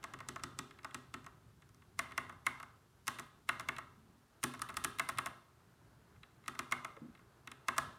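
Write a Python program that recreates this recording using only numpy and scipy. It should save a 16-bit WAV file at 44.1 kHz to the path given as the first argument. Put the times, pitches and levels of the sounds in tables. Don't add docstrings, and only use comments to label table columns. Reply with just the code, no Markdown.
import sys
import numpy as np
from scipy import signal
from scipy.fft import rfft, irfft, next_fast_len
from scipy.io import wavfile
from scipy.ndimage import map_coordinates

SR = 44100
rng = np.random.default_rng(int(sys.argv[2]) if len(sys.argv) > 2 else 0)


def elevation(decibels):
    levels = np.asarray(decibels, float)
    return 10 ** (levels / 20)


def wrap_up_sound(samples):
    columns = np.atleast_2d(samples).T
    tamed = np.clip(columns, -1, 1)
    steps = np.round(tamed * 32767).astype(np.int16)
    wavfile.write(sys.argv[1], SR, steps)


N = 351918

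# time in seconds, level in dB.
RUMBLE_LEVEL = [(0.0, -66.5), (0.49, -62), (0.9, -69), (1.2, -62.5), (1.64, -68.5), (2.18, -61),
                (2.87, -70.5), (3.13, -65), (3.45, -68.5), (3.67, -62.5), (3.85, -67), (4.45, -72.5),
                (4.62, -61), (5.18, -61.5), (5.5, -72.5), (5.73, -65.5), (6.6, -68), (6.82, -64),
                (7.7, -71.5), (7.87, -57), (7.98, -71)]
# frequency in Hz, relative density in dB.
RUMBLE_COLOUR = [(15, -112), (30, -18.5), (50, -6.5), (118, 0.5), (211, -9), (267, -12), (330, -18.5),
                 (404, -13), (650, -62), (1100, -120)]
# time in seconds, level in dB.
AIR_LEVEL = [(0, -64.5), (1.2, -73), (1.7, -75), (3, -74), (4.3, -72.5), (5.6, -72), (7.3, -70), (8, -70)]
# frequency in Hz, relative density in dB.
AIR_COLOUR = [(200, -35), (330, -6.5), (500, -13.5), (1000, -12), (1500, -13.5), (2300, -26.5), (4500, -32),
              (9000, -49)]
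# frequency in Hz, relative density in dB.
HISS_COLOUR = [(300, -37), (1500, 0), (3000, -2), (11000, -6.5), (15100, -10.5), (16500, -26)]
HISS_DB = -78

# start in seconds,
# case ring in dB, click in dB re ring, brightness of the ring in dB per octave.
TOUCHES = [(0.029, -42.5, -11, 5), (0.189, -45, -9.5, 7), (0.396, -44, -17, 4), (0.709, -45.5, -13.5, 8),
           (0.788, -43.5, -17, 5.5), (0.832, -49, -8, 6), (0.909, -48.5, -10, 11.5), (1.244, -48.5, -10, 4),
           (1.621, -49.5, -13, 5), (1.691, -56, -6, -2), (1.746, -58.5, -1.5, -1.1), (1.82, -51, -21, 5),
           (2.12, -39.5, -15.5, 8.5), (2.325, -45.5, -18, -1.1), (3.07, -37.5, -3, 8),
           (3.187, -30.5, -15, 6), (3.765, -40.5, -11, 11.5), (4.43, -35.5, -5, 11),
           (4.594, -37.5, -13, .1), (4.688, -42, -8, 11.5), (4.742, -41.5, -9.5, 2),
           (4.84, -32.5, -2.5, 5.5), (4.986, -36, -7, 13), (5.097, -45, 2, 18), (5.174, -40, -12, 13),
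           (6.16, -57, -31, 5), (6.232, -47.5, -16, 15), (6.439, -54, -17, 9), (6.46, -49.5, -11, 11.5),
           (6.713, -34, -12, 2), (7.15, -50.5, -16, 10.5), (7.174, -60, -15, 11), (7.192, -51, -19, 2),
           (7.474, -35.5, -12, 8.5), (7.516, -36.5, -11.5, 8.5)]
# start in seconds, case ring in dB, click in dB re ring.
RELEASES = [(0.04, -26.5, -12.5), (0.204, -31.5, -18), (0.36, -28, -18.5), (0.846, -27, -15),
            (1.264, -35, -15.5), (2.11, -39, -24), (2.295, -32, -22), (2.6, -33, -18.5),
            (2.629, -33, -17.5), (3.196, -32, -7.5), (3.597, -26, -14), (3.608, -33, -16),
            (3.784, -27.5, -16.5), (4.538, -31.5, -18), (4.548, -36.5, -20), (4.693, -29, -20),
            (4.702, -38, -15), (5.089, -22.5, -12.5), (5.26, -22, -15.5), (5.27, -32.5, -15),
            (6.551, -37, -19), (6.847, -25.5, -16.5), (6.966, -41.5, -24), (7.766, -34, -16),
            (7.781, -16, -10.5), (7.929, -57, -18)]
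# start in seconds, case ring in dB, click in dB re ring, desk thud in dB,
# place of the key from about -1 to 1.
PRESSES = [(0.137, -31, -14, -50.5, -0.23), (0.287, -28.5, -5.5, -44.5, -1), (0.436, -27.5, -7, -44.5, -1),
           (0.589, -27.5, -5.5, -44, -0.91), (0.945, -28, -8, -46, -0.85), (1.14, -28, -11.5, -46, -0.45),
           (1.991, -18.5, -12.5, -49, 1), (2.178, -19, -16, -47, 1), (2.466, -17.5, -14, -48, 0.97),
           (3.079, -19, -8, -46, -0.32), (3.49, -15.5, -16.5, -48, 0.37), (3.687, -19.5, -17, -46.5, 0.94),
           (4.438, -19, -6.5, -36, -0.61), (4.618, -25.5, -8, -55, -1.4), (4.769, -23.5, -7.5, -48, -1),
           (4.846, -20.5, -8, -43, -1.3), (4.996, -17, -14.5, -50, 0.53),
           (5.185, -17.5, -15.5, -49.5, 0.15), (6.48, -25, -10, -47.5, -0.68),
           (6.591, -23.5, -10.5, -46.5, 0.17), (6.722, -18.5, -13, -46, 1),
           (7.684, -17.5, -14.5, -46, 0.85)]
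TOUCH_MS, TOUCH_THUD_DB = 2, -19
RELEASE_TILT_DB, RELEASE_MS, RELEASE_THUD_DB = 0, 2.45, -29.5
PRESS_TILT_DB, PRESS_MS = 4, 2.6

# centre in Hz, width in Hz, level in dB.
CAP_RESONANCES = [(1560, 3400, -13), (3090, 1260, 20), (5840, 2140, 22.5), (7980, 1020, 23),
                  (9240, 560, 22.5), (10650, 2260, 15), (13200, 2700, 10.5)]
# pitch in Hz, level in dB, t60 in seconds.
SPRING_MODES = [(9250, -36, .15), (9420, -38, .1)]
# time in seconds, gain in dB.
TREBLE_LEVEL = [(0, -0.5), (1.4, -1.5), (2.1, 4.3), (4, 2.5), (4.4, 4.5), (5.4, 6.4), (6.2, 2.5), (8, 3)]
# pitch in Hz, level in dB, t60 in seconds before the finger damps it.
CASE_MODES = [(671.5, -20.5, 0.084), (872, -23.5, 0.14), (1102, -11.5, 0.091), (1209, -6.5, 0.039),
              (1286.5, -5.5, 0.038), (1469, -11.5, 0.046), (1673, -8.5, 0.028), (1774, -20.5, 0.084),
              (1907, -7.5, 0.028), (2091, -5.5, 0.023), (2415, -8.5, 0.014), (2651, -14, 0.023),
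              (2990, -31.5, 0.11), (3374, -19.5, 0.023), (3906, -22.5, 0.023)]
# gain in dB as the blow moves from the middle to place 1, lost as much towards -1.
PLACE_DB = [1.5, -2.9, 2.7, .1, -3.5, 2.3, 0.5, 4, -0.5, 5, 0, 2, -3.5, -0.7, -1]
# pitch in Hz, level in dB, t60 in seconds.
DESK_MODES = [(81.2, -11.5, 0.22), (132.8, -10, 0.54), (154, -4, 0.085), (203.4, -14, 0.29),
              (245.5, -5, 0.29), (271.2, -3.5, 0.2), (353.6, -3.5, 0.14), (400, -11.5, 0.21),
              (685, -31, 0.17)]
# frequency in Hz, t60 in seconds, share in dB.
ROOM_TAIL = [(99, 0.67, -41), (285, 0.77, -13.5), (637, 0.61, 5), (1170, 0.58, -4), (1630, 0.43, 5),
             (2210, 0.46, -7.5), (3640, 0.56, -6.5), (5050, 0.57, -16), (7540, 0.45, -15),
             (13900, 0.34, -13)]
# start in seconds, level in dB, main pitch in Hz, t60 in seconds.
LOW_TONES = [(1.463, -54, 115, 0.22), (3.965, -63, 220.5, .7), (4.098, -48, 170, 0.058), (4.14, -67, 234, 0.81),
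             (6.966, -43, 450, 0.068), (7.018, -35.5, 234.4, 0.084), (7.045, -39, 249, 0.085),
             (7.084, -43.5, 235, 0.098)]


def unit(x):
    return x / np.sqrt(np.mean(x ** 2) + 1e-20)


def along(points, hz, column=1):
    rows = np.transpose(points)
    return np.interp(np.log(hz + 1), np.log(rows[0] + 1), rows[column])


def level(curve, t):
    return elevation(np.interp(t, *np.transpose(curve)))


def wobble(rate):
    knots = rng.standard_normal(int(N * rate / SR) + 4)
    return map_coordinates(knots, [np.arange(N) * rate / SR])


def noise(colour):
    m = next_fast_len(N + 8192)
    gain = elevation(along(colour, np.fft.rfftfreq(m, 1 / SR)))
    return unit(irfft(rfft(rng.standard_normal(m)) * gain, m)[:N])


def background():
    t = np.arange(N) / SR
    rumble = level(RUMBLE_LEVEL, t) * elevation(1.6 * wobble(12)) * noise(RUMBLE_COLOUR)
    air = level(AIR_LEVEL, t) * elevation(1.5 * wobble(31)) * noise(AIR_COLOUR)
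    hiss = elevation(HISS_DB) * noise(HISS_COLOUR)
    return rumble + air + hiss


def contacts():
    touches = [(*row, TOUCH_THUD_DB, TOUCH_MS, 0) for row in TOUCHES]
    releases = [(*row, RELEASE_TILT_DB, RELEASE_THUD_DB, RELEASE_MS, 0) for row in RELEASES]
    presses = [(s, db, click, PRESS_TILT_DB, thud - db, PRESS_MS, place)
               for s, db, click, thud, place in PRESSES]
    return touches + releases + presses


def ring(modes, t, scatter_db, attack):
    hz, db, t60 = np.transpose(modes)[:, :, None]
    chance = rng.standard_normal((2, *hz.shape))
    strength = elevation(db + scatter_db * chance[0] - 60 * t / t60)
    pitch = hz * (1 + 0.01 * chance[1])
    return strength * np.sin(2 * np.pi * pitch * t) * (1 - np.exp(-t / attack))


def cap_resonances(samples):
    f = np.fft.rfftfreq(samples, 1 / SR)
    responses = []
    for k, (centre, width, db) in enumerate(CAP_RESONANCES):
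        damping = 1j * f * width
        bandpass = damping / (centre * centre - f * f + damping)
        responses.append(irfft((-1) ** k * elevation(db) * bandpass))
    return responses


def case_ring(t, tilt_db, ms, place):
    octaves = np.log2(np.transpose(CASE_MODES)[0] / 1300)[:, None]
    gain = elevation(tilt_db * octaves + place * np.c_[PLACE_DB])
    modes = ring(CASE_MODES, t, scatter_db=1.8, attack=ms / 1000)
    finger = np.exp(-(t / 0.017) ** 2 * 2 ** octaves)
    return (gain * modes * finger).sum(0)


def cap_click(t, s, caps):
    spring = ring(SPRING_MODES, t, scatter_db=2.1, attack=0.0015).sum(0)
    top = sum(caps[-3:]) + spring
    return sum(caps[:-3]) + level(TREBLE_LEVEL, s) * top


def burst(t, ms, rattle):
    blow = rattle * rng.standard_normal(len(t)) * np.exp(-t * 1000 / ms)
    blow[0] = 1
    return blow / np.linalg.norm(blow)


def room_tail(delay):
    hz, t, z = signal.stft(rng.standard_normal(SR // 2), SR, nperseg=256)
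    share_db = along(ROOM_TAIL, hz, column=2)[:, None]
    t60 = along(ROOM_TAIL, hz)[:, None]
    shape = elevation(share_db - 60 * t / t60) * (1 - np.exp(-t / delay))
    return signal.istft(z * shape, SR, nperseg=256)[1][:SR // 2] / np.sqrt(SR / 40)


def keys():
    lead = 1024
    out, t = np.zeros(N + 2 * SR), np.arange(8192) / SR
    caps = cap_resonances(len(t))
    for s, db, click_db, tilt_db, thud_db, ms, place in contacts():
        case = case_ring(t, tilt_db, ms, place)
        click = elevation(click_db) * cap_click(t, s, caps)
        rattled = signal.fftconvolve(click, burst(t, ms, rattle=0.22))[:len(t)]
        thud = elevation(thud_db) * ring(DESK_MODES, t, scatter_db=1.5, attack=0.005).sum(0)
        early = case * np.exp(-t / 0.004)
        echo = signal.fftconvolve(click + early + thud, room_tail(delay=0.007))
        slide = elevation(-44) * rng.standard_normal(lead) * np.exp(-t[lead - 1::-1] / 0.0072)
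        at = out[round(s * SR):]
        at[:lead + len(t) - 1] += elevation(db) * signal.fftconvolve(slide, click + early)
        at[lead:][:len(t)] += elevation(db) * (case + rattled + thud)
        at[lead:][:len(echo)] += elevation(db) * echo
    return out[lead:][:N]


def low_tones():
    out, t = np.zeros(N + SR), np.arange(SR // 2) / SR
    for s, db, hz, t60 in LOW_TONES:
        cluster = [(hz * 0.72, -8, t60), (hz, 0, t60), (hz * 1.2, -5, t60), (hz * 2.15, -22, t60)]
        knock = ring(cluster, t, scatter_db=1.5, attack=0.0055).sum(0)
        out[round(s * SR):][:len(t)] += elevation(db) * knock
    return out[:N]


def scene():
    return (background() + keys() + low_tones())[None]


def band_limit(x):
    return signal.sosfilt(signal.butter(12, 16720, fs=SR, output="sos"), x)


def record(dry):
    return band_limit(dry)


dry = scene()
out = record(dry)
wrap_up_sound(out)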